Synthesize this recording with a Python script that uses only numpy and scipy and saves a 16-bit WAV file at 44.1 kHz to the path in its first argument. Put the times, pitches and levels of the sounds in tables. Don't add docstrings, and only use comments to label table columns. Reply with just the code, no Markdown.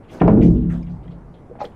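import sys
import numpy as np
from scipy import signal
from scipy.fft import rfft, irfft, next_fast_len
from scipy.io import wavfile
from scipy.ndimage import uniform_filter1d, minimum_filter1d

SR = 44100
rng = np.random.default_rng(int(sys.argv[2]) if len(sys.argv) > 2 else 0)


def master(y):
    cut = np.clip(np.atleast_2d(y).T, -1, 1)
    pcm = np.round(cut * 32767)
    wavfile.write(sys.argv[1], SR, pcm.astype(np.int16))


def invert_db(x):
    u = np.asarray(x, float) / 20
    return 10 ** u


N = 77175
TIME = np.arange(N) / SR


def unit(x):
    return x / np.sqrt(np.mean(x ** 2) + 1e-20)


def along(points, hz):
    f, v = np.transpose(points)
    return np.interp(np.log(hz + 1), np.log(f + 1), v)


def filtered(x, response):
    m = next_fast_len(len(x) + 8192)
    return irfft(rfft(x, m) * response(np.fft.rfftfreq(m, 1 / SR)), m)[:len(x)]


def add(out, s, x):
    i = max(round(s * SR), 0)
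    out[i:i + len(x)] += x[:len(out) - i]


def ring(t, hz, db, t60, phase):
    hz, db, t60 = (np.asarray(v)[:, None] for v in (hz, db, t60))
    rise_cycles = 0.37
    size = invert_db(db - 60 * t / t60) * (1 - np.exp(-t * hz / rise_cycles))
    return np.sum(size * np.sin(2 * np.pi * (hz * t + phase)), axis=0)


# start in seconds, strength in dB, brightness in dB per octave
# above 300 Hz, share reaching the low panels in dB per octave below it.
LOAD_BLOWS = [
    (0.2119, -6, -3.5, 1.5),
    (0.2164, -1, -0.5, -8),
    (0.2783, -4, 0, -4.5),
    (.372, -4.5, -6.5, -2),
]
# pitch in Hz, level in dB, decay to -60 dB in seconds.
WALL_PANELS = [(45.6, -25.5, 2.1), (58.92, -12, 1.45), (102.05, -18, 1.8), (122.5, -9, 0.84),
               (138.57, -15, 1.8), (175.3, -12, 1.48), (214.2, -7.5, 0.84), (246, -10, 1.012),
               (312.6, -20, 0.97), (342.6, -14.5, 0.77), (418.3, -13.5, 0.79), (456.6, -13.5, .5),
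               (698.5, -23.5, 0.41), (1047, -26.5, 0.14)]
# frequency in Hz, level in dB.
PLATE_LEVEL = [(30, -26), (110, -18), (300, -12.5), (540, -19.5), (700, -20.5), (1200, -29.5),
               (2500, -41.5), (4600, -62)]
# frequency in Hz, decay to -60 dB in seconds.
PLATE_DECAY = [(40, 1.06), (180, 0.8), (450, 0.61), (800, 0.35), (2000, 0.22), (4600, 0.26)]


def steel(count=230):
    out, cracks = np.zeros(N), np.zeros(N)
    step = 4

    hz, db, t60 = np.transpose(WALL_PANELS)
    pair_hz, pair_db = 3.5, -4.5
    twin = hz + pair_hz * rng.choice([-1, 1], len(hz)) * np.sqrt(hz / 100)
    hz, t60, db = np.r_[hz, twin], np.r_[t60, t60], np.r_[db, db + pair_db]

    dense_hz = 30 + 4500 * ((np.arange(count) + rng.random(count)) / count) ** 2
    dense_t60 = along(PLATE_DECAY, dense_hz) * np.exp(0.22 * rng.standard_normal(count))
    for s, strength_db, bright_db, low_db in LOAD_BLOWS:
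        def colour(f):
            slope = np.where(f > 300, bright_db, -low_db)
            return strength_db + slope * np.log2(np.maximum(f, 150) / 300)

        t = np.arange(0, N / SR - s + .01, step / SR)
        panel_db = db + colour(hz) + 2.44 * rng.standard_normal(len(hz))
        sound = ring(t, hz, panel_db, t60, flutter(t, 0.08, len(hz)))

        t = t[:SR // 6]
        dense_db = along(PLATE_LEVEL, dense_hz) - 6 + colour(dense_hz) + 1.4 * rng.standard_normal(count)
        field = ring(t, dense_hz, dense_db, dense_t60, flutter(t, 0.3, count))
        add(sound, 0, field * np.clip((t[-1] - t) * 4, 0, 1))

        add(out, s, signal.resample_poly(sound, step, 1))
        add(cracks, s, crack(strength_db, bright_db))
    return filtered(out, lambda f: 1 / (1 + (f / 6000) ** 12)) + cracks


def flutter(t, turns, count):
    knots = turns * rng.standard_normal((count, 60))
    u = t * 28
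    k = u.astype(int)
    ease = np.sin(np.pi / 2 * (u - k)) ** 2
    return rng.random((count, 1)) + knots[:, k] + (knots[:, k + 1] - knots[:, k]) * ease


# frequency in Hz, level in dB.
CRACK_COLOUR = [(300, -43.5), (800, 20), (2300, 0), (3800, -25.5), (5200, -31), (8000, -47), (15000, -59)]


def crack(strength_db, bright_db):
    t = TIME[:SR // 10]
    rise_s, t60_s, level_db = 0.0015, 0.023, -1

    def colour(f):
        return invert_db(along(CRACK_COLOUR, f) + bright_db * np.log2((f + 1) / 800))

    burst = filtered(rng.standard_normal(len(t)), colour)
    shape = (1 - np.exp(-(t / rise_s) ** 2)) * invert_db(-60 * t / t60_s)
    return invert_db(strength_db + level_db + 3 * min(bright_db, 0)) * shape * unit(burst)


# start in seconds, rise in seconds, decay to -60 dB in seconds,
# level in dB, centre in Hz.
BAG_RUSTLES = [(.02, 0.027, 0.33, -63.5, 2500), (0.074, 0.029, 0.45, -55, 2700), (.07, 0.1, 0.76, -38, 279),
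               (.075, 0.067, .4, -62, 7480), (0.089, 0.055, 0.55, -61, 4550),
               (0.089, .07, 0.56, -64.5, 1080), (.192, 0.029, .05, -36, 2300),
               (.405, 0.019, .16, -39, 2448), (.41, 0.022, 0.36, -53, 5500), (.53, 0.034, 1, -66.5, 3000),
               (.69, 0.019, 0.15, -43, 1545), (.69, 0.024, 0.45, -63.5, 6920), (.72, 0.03, 0.38, -62, 3300),
               (.7, 0.042, 0.23, -44, 602), (.855, .018, 0.18, -60, 2400), (0.879, .03, 0.37, -71.5, 4500),
               (1.01, 0.033, 0.6, -69, 2900), (1.095, 0.026, 0.13, -64.5, 3500),
               (1.338, 0.0037, 0.24, -62, 3216), (0.208, .01, 0.19, -53.5, 5600),
               (0.27, 0.016, 0.58, -59.5, 5080), (.1, 0.053, 0.23, -45.5, 587)]


def rustles():
    return crinkles(BAG_RUSTLES)


# start in seconds, rise in seconds, decay to -60 dB in seconds,
# level in dB, centre in Hz.
SHOE_SCUFFS = [
    (1.55, 0.0076, .1, -59, 1686),
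    (1.58, 0.035, 0.22, -49.5, 1943),
    (1.591, 0.027, 0.17, -53, 4344),
    (1.601, 0.041, 0.27, -65.5, 8130),
    (1.635, 0.014, 0.082, -46.5, 1680),
    (1.649, 0.0028, 0.045, -45, 3800),
    (1.7, 0.024, 0.27, -68, 2770),
]


def scuffs():
    return crinkles(SHOE_SCUFFS)


def crinkles(events, count=700, size=640):
    out, t = np.zeros(N), TIME[:SR // 2]
    short = TIME[:size]
    for s, rise, t60, level_db, centre_hz in events:
        wide = 1 + np.abs(np.log2(centre_hz / 3200))
        place, luck = rng.random((count, 1)), rng.random((count, 1))
        hz = np.clip(centre_hz * np.exp(0.14 * wide * rng.standard_normal((count, 1))), 100, 15000)

        u = short / np.minimum(30 / hz, size / SR)
        grain = np.sin(np.pi * np.minimum(u, 1)) ** 2 * np.sin(2 * np.pi * hz * short)
        grain = grain * invert_db(-2.2 * np.log(luck + .02))
        where = (place * len(t)).astype(int) + np.arange(size)
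        crinkle = np.bincount(where.ravel(), grain.ravel())[size // 2:][:len(t)]

        def colour(f):
            return np.exp(-(np.log((f + 1) / centre_hz) / 0.28 / wide) ** 2)

        hiss = filtered(rng.standard_normal(len(t)), colour)
        shape = np.where(t < rise, np.sin(np.pi / 2 * t / rise) ** 2, invert_db(-60 * (t - rise) / t60))
        add(out, s, invert_db(level_db) * shape * (unit(crinkle) + 0.61 * unit(hiss)))
    return out


# start in
# seconds, level in dB, pitch in Hz, decay to -60 dB in seconds.
HARD_KNOCKS = [(.2168, 1.5, 797, 0.037), (.217, -16.5, 1876, 0.028), (.2135, -5.5, 397.4, 0.28),
               (.2795, -1.5, 637, 0.11), (.28, -5, 740, 0.045), (.279, -7.5, 1040, 0.066),
               (.279, -32, 5100, 0.015), (.829, -47.5, 2430, 0.053), (.829, -51, 5250, 0.03),
               (1.079, -51.5, 3260, 0.039), (1.079, -47, 2047, 0.042), (1.095, -27, 140, .08),
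               (1.498, -34, 408, 0.096), (1.512, -29.5, 518, 0.099), (1.554, -26, 717, 0.012),
               (1.59, -32.5, 750, 0.22), (1.605, -23.5, 891, 0.1), (1.606, -33.5, 292, 0.13),
               (1.6145, -18.5, 850, 0.074), (1.615, -19.5, 605, 0.08), (1.606, -39, 2150, 0.036),
               (1.61, -38.5, 1353, 0.15), (1.625, -22.5, 802, 0.043), (1.642, -20, 554, .05),
               (1.652, -23.5, 497, 0.075), (1.653, -29, 176, 0.058), (1.653, -34, 3330, .02),
               (1.653, -47.5, 5100, 0.04)]


def ticks():
    out, t = np.zeros(N), TIME[:SR // 4]
    spread = np.array([0 - 0.5, -1, 2.5, -3.5, 5.0])
    for s, level_db, pitch_hz, t60 in HARD_KNOCKS:
        hz = pitch_hz * np.exp(.07 * (spread + 0.44 * rng.standard_normal(5)))
        add(out, s, ring(t, hz, level_db - 5 * np.abs(spread) - 2, [t60] * 5, 0))
    return out


def yard(x):
    t, t60_s, level_db = TIME[:SR // 3], 0.19, -18
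    tail = filtered(rng.standard_normal(len(t)), lambda f: 1 / (1 + f / 5000)) * invert_db(-60 * t / t60_s)
    late = np.pad(x, (220, 0))
    return invert_db(level_db) * signal.fftconvolve(late, tail / np.linalg.norm(tail))[:N]


# frequency in Hz, level in dB per Hz.
HUM_COLOUR = [(20, -1.5), (120, -2.5), (300, -6.5), (900, -16.5), (2200, -35), (3200, -47.5), (11000, -55),
              (16000, -83.5)]


def hum():
    z = signal.stft(rng.standard_normal(N), nperseg=512)[2]
    patches = uniform_filter1d(rng.standard_normal(z.shape), 5, 0)
    patches = uniform_filter1d(patches, 10, 1)
    x = signal.istft(z * invert_db(1.5 * unit(patches)), nperseg=512)[1][:N]
    level_db = -43
    return invert_db(level_db) * unit(filtered(x, lambda f: invert_db(along(HUM_COLOUR, f))))


def scene():
    drive_db = 2
    near = invert_db(drive_db) * steel() + rustles() + scuffs() + ticks()
    return (near + yard(near) + hum())[None]


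def band_limit(x):
    return signal.sosfilt(signal.butter(12, 15720, fs=SR, output="sos"), x)


def record(dry):
    ceiling_db, hold_s, smooth_s, release_db_per_s = -1.3, .008, .004, 70.5
    need_db = np.minimum(ceiling_db - 20 * np.log10(np.abs(dry[0]) + 1e-9), 0)
    need_db = minimum_filter1d(need_db, size=max(int(hold_s * SR), 3))
    ramp = release_db_per_s * TIME
    gain_db = np.minimum.accumulate(need_db - ramp) + ramp
    gain_db = uniform_filter1d(np.minimum(gain_db, 0), size=max(int(smooth_s * SR), 3))
    return band_limit(dry * invert_db(gain_db))


dry = scene()
out = record(dry)
master(out)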